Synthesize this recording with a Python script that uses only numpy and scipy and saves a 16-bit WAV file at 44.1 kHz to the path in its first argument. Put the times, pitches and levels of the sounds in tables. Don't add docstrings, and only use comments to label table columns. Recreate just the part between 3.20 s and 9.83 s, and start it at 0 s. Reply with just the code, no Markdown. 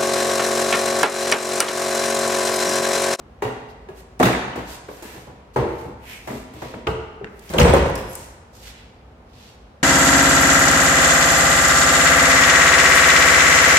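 import sys
import numpy as np
from scipy import signal
from scipy.fft import rfft, irfft, next_fast_len
from scipy.io import wavfile

SR = 44100
rng = np.random.default_rng(int(sys.argv[2]) if len(sys.argv) > 2 else 0)


def put_to_file(sound):
    columns = np.atleast_2d(sound).T
    safe = np.clip(columns, -1, 1)
    whole_steps = np.round(safe * 32767)
    wavfile.write(sys.argv[1], SR, whole_steps.astype(np.int16))


N = 292365

# (frequency [Hz], side minus mid [dB])
WIDTH_DB = [(60, -27), (125, -21), (250, -13.5), (500, -7.5), (1000, 0), (2000, 0), (4000, 0.5)]
TOP_HZ = 15800
SAG_SHARE, SAG_S = 0.02446, 0.0833


def amp(db):
    return 10 ** (np.asarray(db) / 20)


def unit(x):
    return x / np.sqrt(np.mean(x ** 2) + 1e-20)


def along(points, hz):
    point_hz, values = np.transpose(points)
    return np.interp(np.log(hz + 1), np.log(point_hz + 1), values)


def filtered(x, response):
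    n = x.shape[-1]
    fft_n = next_fast_len(n + 4096)
    spectrum = rfft(x, fft_n) * response(np.fft.rfftfreq(fft_n, 1 / SR))
    return irfft(spectrum, fft_n)[..., :n]


def noise(size, response):
    def mid_side_response(hz):
        gains = amp(np.outer([0, 1], along(WIDTH_DB, hz)))
        return response(hz) * gains / np.hypot(*gains)

    mid, side = filtered(rng.standard_normal((2, size)), mid_side_response)
    return unit(np.array([mid + side, mid - side]))


def bell(hz, centre_hz, octaves):
    return np.exp(-.5 * (np.log2((hz + 1) / centre_hz) / octaves) ** 2)


def add(track, start_s, sound):
    start = max(round(start_s * SR), 0)
    part = track[:, start:][:, :sound.shape[-1]]
    part += sound[..., :part.shape[-1]]


def fade(t, t60):
    return np.exp(-np.log(1000) * t / t60)


def ring(modes, t, strength, swell_cycles, scatter_db, sag_share=0):
    out = np.zeros((2, len(t)))
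    for hz, db, t60 in modes:
        life = t[t < t60]
        gap = np.arctan(amp(along(WIDTH_DB, hz))) * rng.standard_normal()
        warped_s = life - sag_share * SAG_S * np.exp(-life / SAG_S)
        phase = 2 * np.pi * (hz * warped_s + rng.random())
        wave = np.sin(np.float32([phase + gap, phase - gap]))
        level = strength(hz) * amp(db + scatter_db * rng.standard_normal())
        swell = 1 - np.exp(-life * hz / swell_cycles)
        add(out, 0, level * fade(life, t60) * swell * wave)
    return out


def touches():
    # (time [s], strength [dB], thud of the whole bonnet [dB], hardness [dB/octave of treble],
    #   rebound [dB], note of struck spot [Hz], its level [dB], note of flexing skin on rebound [Hz],
    #   its level [dB], t60 of both notes [s])
    blows = [(0.222, -22.5, -28, 0, -9, 415.3, -1, 120.5, 11.5, 0.19),
             (0.687, -42.5, -4.5, 0, -7, 380.6, 9.5, 403, 7, 0.18),
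             (0.999, -14, -20, -1, -21, 254.5, -1.5, 201, 14, 0.29),
             (1.028, -20, -11.5, 3, 2.5, 179, 3.5, 122, 3.5, 0.17),
             (1.357, -31.5, -8, 1, 0.5, 269, 3, 250, -1, 0.1),
             (1.686, -35, -14, -1.5, -18, 530, 0, 258, 7, 0.11),
             (1.824, -43, -11, 5, -2, 344, 5, 245, 13, 0.089),
             (1.94, -43.5, -4, 1, -2, 325, 3, 407, -1, 0.08),
             (2.07, -41.5, -4, -4.5, -3, 440, -7, 288, 2, 0.059),
             (2.361, -18, -5, -2, -7, 467, 5, 118, 12.5, 0.13),
             (2.426, -31.5, -13, -4, -6.5, 431, 12, 340, 16, 0.13),
             (2.481, -39.5, -4, 0, -3, 497, 15, 335, 16, 0.1),
             (2.651, -35, 1, -19, -5, 475, -5, 120, 0, 0.089),
             (3.074, -32, -18, 1.5, -3, 626, -2.5, 221.6, 9.5, 0.31),
             (3.118, -35, -5, -3, -4.5, 251, 5, 401, -4, 0.37),
             (3.336, -47.5, 5, 3.5, -1.5, 275.6, 6, 306, 12, 0.15),
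             (3.419, -32, -11, 0.5, -7, 530, -5, 247, 4, 0.1),
             (3.538, -35, -10, -2, -7.5, 606, 2.5, 238, 15.5, 0.082),
             (3.669, -21.5, -5, -1.5, -21.5, 437.2, 4.5, 169, 16.5, 0.17),
             (4.01, -38.5, -3, -11.5, -2.5, 394.6, 10, 187, 6.5, 0.2),
             (4.3, -36, 4.5, 3.5, -1.5, 186, 11, 170, 0, 0.085),
             (4.337, -21, -7, -3.5, -2.5, 531, 3, 422, -10, 0.13),
             (4.382, -16, 6.5, 2, -8, 346, -3, 131, 13.5, 0.15),
             (4.401, -14.5, 3, -1.7, -10, 481, 5.5, 176, 13, 0.12),
             (4.451, -13.5, -13, -1.5, -4, 459, -1, 147.5, 3, 0.15),
             (4.495, -25, 7, 1, -8, 494.5, 8.5, 281, 8, 0.18),
             (4.537, -17, -3, 0.4, -3.5, 532, 3, 395, 5, 0.16),
             (4.658, -28, 3, 0, -5.5, 502, 3.5, 351, 8, 0.12),
             (4.776, -36.5, 0, 3.5, -24, 500, 8, 403, 8, 0.094)]
    # (frequency [Hz], level [dB])
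    contact_force = [(65, 3.5), (170, -11), (450, -3), (1000, -2.5), (2600, -12), (9500, -17)]
    # (frequency [Hz], level [dB])
    rebound_force = [(65, 0.5), (115, -8), (190, 2), (450, -5.5), (1000, -4), (2600, -9.5), (9500, -27)]
    rebound_delay_s = 0.028
    for s, db, thud_db, hardness, rebound_db, spot_hz, spot_db, flex_hz, flex_db, t60 in blows:
        yield s, db, contact_force, thud_db, hardness, spot_hz, spot_db, t60
        yield s + rebound_delay_s, db + rebound_db, rebound_force, thud_db, hardness, flex_hz, flex_db, t60


def chatter(t, bounce_s, count=5):
    since = t - rng.exponential(bounce_s, (count, 1))
    return np.sum((since > 0) * fade(np.abs(since), t60=0.011), axis=0) * fade(t, t60=1.0)


def sheet_steel(crowd_db=-3, modes_db=-4, crowd_swell_cycles=0.66, contact_s=0.0015, lead_s=0.000958,
                crack=0.91, crack_t60=0.005, rattle=0.27, treble_corner_hz=600, length=0.96):
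    # (frequency [Hz], level [dB], t60 [s])
    panel = [(66.36, -6, 0.9), (71, -13, 0.34), (121.7, 4, 0.4), (131.1, -4, 0.71), (187, -17, 0.5),
             (250.7, -7, 0.62), (327, -35, 0.68), (370, -18, 0.64), (408, -14, 0.16), (499.5, -16, 0.57),
             (621.7, -6.5, 0.49), (754, -10, 0.58), (951, -10.5, 0.7), (1174, -17, 0.47), (1910, -9.5, 0.3),
             (2490, -16, 0.18), (3230, -27, 0.24)]
    # (frequency [Hz], level [dB], t60 before length [s])
    bands = [(60.4, -5, 0.77), (122, 5.5, 0.27), (224, 3.5, 0.26), (410, 8, 0.18), (820, 4, 0.23),
             (1654, 3.5, 0.13), (2290, -5, 0.37), (3600, -3, 0.3), (6470, 3.5, 0.078), (12900, -2.5, 0.29)]
    # (ratio to its note, level [dB], share of the note's t60)
    spot_modes = [(0.999, 2, 0.86), (1.87, -5.5, 0.43), (2.75, -4.5, 0.27), (4.299, -21.5, 1),
                  (6.2, -28, 0.3)]
    thud_hz, hard_hz = 59.7, 640
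    out, t = np.zeros((2, N)), np.arange(SR) / SR
    short = t[:SR // 2]
    crowds = [noise(3 * SR, lambda f: bell(f, hz, octaves=0.44)) for hz, _, _ in bands]
    for s, db, force, thud_db, hardness, spot_hz, spot_db, spot_t60 in touches():
        touch_s = s - lead_s

        def strength(hz):
            thud = thud_db * bell(hz, thud_hz, octaves=0.81)
            treble = hardness * np.log2(max(hz / hard_hz, 1))
            return amp(db + along(force, hz) + thud + treble)

        modes = ring(panel, t, strength, swell_cycles=.8, scatter_db=1.5, sag_share=SAG_SHARE)
        add(out, touch_s, amp(modes_db) * modes)

        spot = []
        for ratio, mode_db, share in spot_modes:
            softening_db = min(hardness, 0) * np.log2(max(ratio, 1))
            spot.append((spot_hz * ratio, spot_db + mode_db + softening_db, share * spot_t60))
        add(out, touch_s, ring(spot, short, lambda hz: amp(db), swell_cycles=.8, scatter_db=0, sag_share=SAG_SHARE))

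        contacts = crack * fade(short, crack_t60) + rattle * chatter(short, bounce_s=0.073)
        for (hz, band_db, t60), crowd in zip(bands, crowds):
            decay = fade(short, t60 * length) + contacts * hz / (hz + treble_corner_hz)
            rise = 1 - np.exp(-short / (contact_s + crowd_swell_cycles / hz))
            start = rng.integers(crowd.shape[1] - len(short))
            grain = crowd[:, start:start + len(short)]
            add(out, touch_s, amp(crowd_db + band_db) * strength(hz) * rise * decay * grain)
    return out


def cracks_and_ticks(rise_s=0.0012, ring_db=-6):
    # (time [s], level [dB], pitch [Hz], its spread [octaves],
    #   t60 of the noise [s], share sent to the room [dB])
    strikes = [(0.222, -24.5, 1400, 0.85, 0.02, 2.5), (0.687, -38.5, 1800, 0.9, 0.02, -4),
               (0.49, -55, 5000, 1.1, 0.03, -15), (0.993, -30, 7000, 1.4, 0.014, 8),
               (1.007, -6, 616, 0.42, 0.027, -27), (1.028, -5, 1190, 0.6, 0.04, -4),
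               (1.033, -23, 3650, 0.15, 0.075, -1), (1.048, -32.5, 5500, 0.88, .08, -10),
               (1.071, -14, 900, 0.63, 0.03, -16), (1.101, -15, 690, 0.55, 0.034, -10),
               (1.149, -14, 1100, 0.96, 0.024, -10), (1.193, -20, 900, 0.7, 0.025, -10),
               (1.28, -21, 845, 0.33, 0.023, 0), (1.377, -21, 430, 0.35, 0.031, -17),
               (1.475, -44, 5870, 0.49, 0.017, 11), (1.687, -38, 1300, 0.7, 0.03, -1),
               (2.366, -13.5, 930, 0.46, 0.046, -5), (3.101, -32, 1910, 0.24, 0.025, -5),
               (3.422, -19.5, 633, 0.81, 0.021, -12), (3.54, -23.5, 760, 0.98, 0.02, -17),
               (3.67, -14, 2000, 0.7, 0.018, -20), (3.671, -20.5, 2820, 0.14, 0.028, -4),
               (3.673, -20, 1264, 0.18, 0.034, 1.5), (4.044, -15, 1470, 0.48, 0.0083, -4.5),
               (4.044, -33.5, 4000, 0.64, 0.0099, -9), (4.069, -38, 1900, 0.52, 0.047, -20),
               (4.193, -35, 6850, 0.97, 0.015, -21), (4.255, -44, 7300, 1, 0.015, -12),
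               (4.292, -29.5, 4200, 0.83, 0.013, -11.5), (4.337, -20.5, 4500, 1.1, 0.0098, 0),
               (4.384, -2.5, 2640, 0.31, 0.019, -3), (4.402, -18.5, 5000, 0.7, 0.035, -6),
               (4.412, -7, 2100, 0.46, 0.027, -7), (4.451, -16, 560, 0.49, 0.029, -12),
               (4.482, -20.5, 2010, 0.98, 0.042, -3), (4.509, -17, 620, 0.77, 0.028, -17),
               (4.537, -1.5, 550, 0.29, 0.041, -17.5), (4.543, -9, 1150, 0.52, 0.03, -13),
               (4.565, -11, 794, 0.57, 0.029, -1), (4.641, -17, 800, 0.65, 0.018, -18),
               (4.66, -13.5, 560, 0.35, 0.027, -16), (4.692, -15, 750, 0.37, 0.029, -4),
               (4.754, -22.5, 9000, 1.3, 0.025, -10), (4.756, -31, 5220, 0.08, 0.028, 2.5),
               (4.931, -28.5, 9670, 0.52, 0.017, -0.5), (4.953, -17.5, 8850, 0.49, 0.013, -7)]
    # (frequency [Hz], level [dB], t60 [s])
    thin_modes = [(1480, -13, .025), (1940, -14, .035), (2570, -14, .04), (2740, -8, .05), (3190, -13, .04),
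                  (3660, -12, .04), (6500, -17, .025), (8080, -14, .04), (8480, -15, .035),
                  (9400, -12, .03), (13500, -13, .03)]
    out, sent, t = np.zeros((2, N)), np.zeros((2, N)), np.arange(SR // 6) / SR
    for s, db, pitch_hz, octaves, noise_t60, room_db in strikes:
        strength = lambda hz: bell(hz, pitch_hz, octaves)
        burst = noise(len(t), strength) * fade(t, noise_t60) * (1 - np.exp(-t / rise_s))
        thin_ring = ring(thin_modes, t, strength, swell_cycles=1, scatter_db=2)
        strike = amp(db) * (burst + amp(ring_db) * thin_ring)
        pulse = filtered(signal.unit_impulse(len(t), SR // 400), strength)
        add(out, s, strike)
        add(sent, s, amp(room_db) * np.std(strike.mean(axis=0)) * unit(pulse))
    return out, sent


def rattles(spread_octaves=0.46, clink_t60=0.018, count=30, clinks_per_s=80):
    # (time [s], level [dB], t60 of the burst [s], pitch [Hz])
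    bursts = [(0.235, -30.5, 0.56, 1300), (1.039, -15.5, 0.75, 1500), (3.085, -33, 0.28, 690),
              (3.691, -38, 0.46, 2460), (4.293, -38, .6, 4640), (4.394, -20, 1, 1880),
              (4.399, -27.5, 0.92, 5550)]
    out, t = np.zeros((2, N)), np.arange(SR // 10) / SR
    for s, db, burst_t60, pitch_hz in bursts:
        gaps_s = rng.uniform(.2, 1.8, count) / clinks_per_s
        for delay_s in np.cumsum(gaps_s) - gaps_s[0]:
            pitches_hz = np.minimum(pitch_hz * 2 ** (spread_octaves * rng.standard_normal(size=4)), TOP_HZ)
            level = amp(db + 4 * rng.standard_normal()) * fade(delay_s, burst_t60)
            modes = [(hz, 0, clink_t60) for hz in pitches_hz]
            clink = ring(modes, t, np.ones_like, swell_cycles=0.77, scatter_db=0.5)
            add(out, s + delay_s, level * clink)
    return out


def squeak():
    # (time of peak [s], frequency [Hz], level [dB], Gaussian half length [s])
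    slips = [(4.493, 7970, -40, 0.02), (4.538, 8770, -22.5, 0.0014), (4.907, 11270, -45, 0.019)]
    out, t = np.zeros((2, N)), np.arange(SR) / SR - .5
    for s, hz, db, half_s in slips:
        whistle = noise(SR, lambda f: bell(f, hz, octaves=0.021))
        add(out, s + t[0], amp(db) * np.exp(-.5 * (t / half_s) ** 2) * whistle)
    return out


def swishes(grain_db=2.0, grain_hz=420):
    # (time of peak, 0.5 at the earliest [s], Gaussian half length [s], hiss [dB], rub over hiss [dB],
    #   rub pitch [Hz], its spread [octaves])
    strokes = [(0.06, 0.034, -73, -13, 4500, 0.5), (0.506, 0.013, -59.5, 2, 4000, 0.47),
               (0.789, 0.024, -51, -9, 2190, 0.46), (1.523, 0.036, -41, -4.5, 3650, 0.74),
               (1.748, 0.043, -48.5, -16, 2490, 0.83), (1.911, 0.089, -48, -1.5, 1860, 0.71),
               (2.348, 0.006, -50.5, -3, 4000, 0.8), (2.607, 0.063, -54, -4.5, 2550, 0.83),
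               (2.925, 0.052, -43.5, 2.5, 2310, 0.42), (3.133, 0.066, -46, -37, 1960, 0.4),
               (3.454, 0.072, -53, 5, 2690, 0.82), (4.339, 0.1, -48.5, -4.5, 2330, 0.39),
               (4.984, 0.08, -46, -5.5, 7200, 0.47), (5.359, 0.018, -53, -1.5, 5500, 0.54),
               (5.444, 0.049, -48.5, -1.5, 3650, 0.72), (5.482, 0.024, -47.5, 4.5, 2720, 0.88),
               (5.58, 0.054, -65, 13.5, 2280, 0.68), (6.234, 0.075, -58, 6.5, 3150, 0.72)]
    # (frequency [Hz], relative level per Hz [dB])
    hiss_spectrum = [(1000, 1.5), (2500, -3), (4500, -1.5), (7000, -3.5), (10000, -7), (13000, -1.5),
                     (16000, -17)]
    out, t = np.zeros((2, N)), np.arange(SR) / SR - .5
    for s, half_s, db, rub_db, rub_hz, octaves in strokes:
        rub = noise(SR, lambda hz: bell(hz, rub_hz, octaves))
        hiss = noise(SR, lambda hz: amp(along(hiss_spectrum, hz)))
        add(out, s + t[0], amp(db) * np.exp(-.5 * (t / half_s) ** 2) * (hiss + amp(rub_db) * rub))
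    knots = rng.standard_normal(N // 20)
    grain = np.interp(np.arange(N) / SR * grain_hz, np.arange(len(knots)), knots)
    return out * unit(amp(grain_db * grain))


def workshop(x, build_s=0.0021, renew_s=.45):
    # (frequency [Hz], level [dB], t60 [s])
    hall = [(60, -37, 1.9), (197, 1, 0.9), (533, 0.5, 0.89), (950, 2.5, 1.14), (2270, 5.5, 1.13),
            (4700, 4.5, 0.92), (8800, 8.5, 0.55), (15000, -14, 0.63)]
    hall = np.array(hall)
    out, step = np.zeros((2, N)), round(renew_s * SR)
    hz, t, z = signal.stft(noise(SR * 4, np.ones_like), SR, nperseg=256)
    t = t[t < 1.5]
    t60 = along(hall[:, ::2], hz)[:, None]
    level = amp(along(hall[:, :2], hz))[:, None]
    shape = level * np.sqrt(2 * np.log(1000) / (t60 * SR)) * fade(t, t60)
    source = x.mean(axis=0)
    for centre in range(0, N + step, step):
        first = rng.integers(z.shape[-1] - len(t))
        tail = signal.istft(z[..., first:first + len(t)] * shape, SR, nperseg=256)[1]
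        tail *= 1 - np.exp(-(np.arange(tail.shape[1]) / SR / build_s) ** 2)
        near = np.arange(max(centre - step, 0), min(centre + step, N))
        part = source[near] * np.cos(np.pi / 2 * (near - centre) / step)
        add(out, near[0] / SR, signal.fftconvolve(part[None], tail, axes=1))
    return out


def building(air_db=-46.5):
    # (frequency [Hz], relative level per Hz [dB])
    air_spectrum = [(24, -9), (40, -2), (64, -1.5), (180, -11.5), (249, -9), (283, -16.5), (491, -12.5),
                    (542, -15), (663, -16), (733, -14.5), (16000, -57)]
    # (frequency [Hz], Gaussian width [Hz], level [dB])
    hum = (54.5, 3.2, -54)
    hum_hz, width_hz, hum_db = hum
    drone = noise(N, lambda hz: np.exp(-.5 * ((hz - hum_hz) / width_hz) ** 2))
    air = noise(N, lambda hz: amp(along(air_spectrum, hz)))
    return amp(air_db) * air + amp(hum_db) * drone


def scene(steel_room_db=-2, rattle_room_db=-7, swish_room_db=-5, swish_right_db=1):
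    steel, loose, cloth = sheet_steel(), rattles(), swishes()
    strikes, strikes_sent = cracks_and_ticks()
    sent = amp(steel_room_db) * steel + amp(rattle_room_db) * loose + strikes_sent + amp(swish_room_db) * cloth
    panned_cloth = cloth * amp([[-swish_right_db], [swish_right_db]])
    return steel + loose + strikes + squeak() + panned_cloth + workshop(sent) + building()


def record(dry, low_cut_hz=47):
    rounded = dry / (1 + (dry / .97) ** 6) ** (1 / 6)
    return filtered(rounded, lambda hz: (hz < TOP_HZ) * hz ** 4 / np.hypot(hz ** 4, low_cut_hz ** 4))


dry = scene()
out = record(dry)
put_to_file(out)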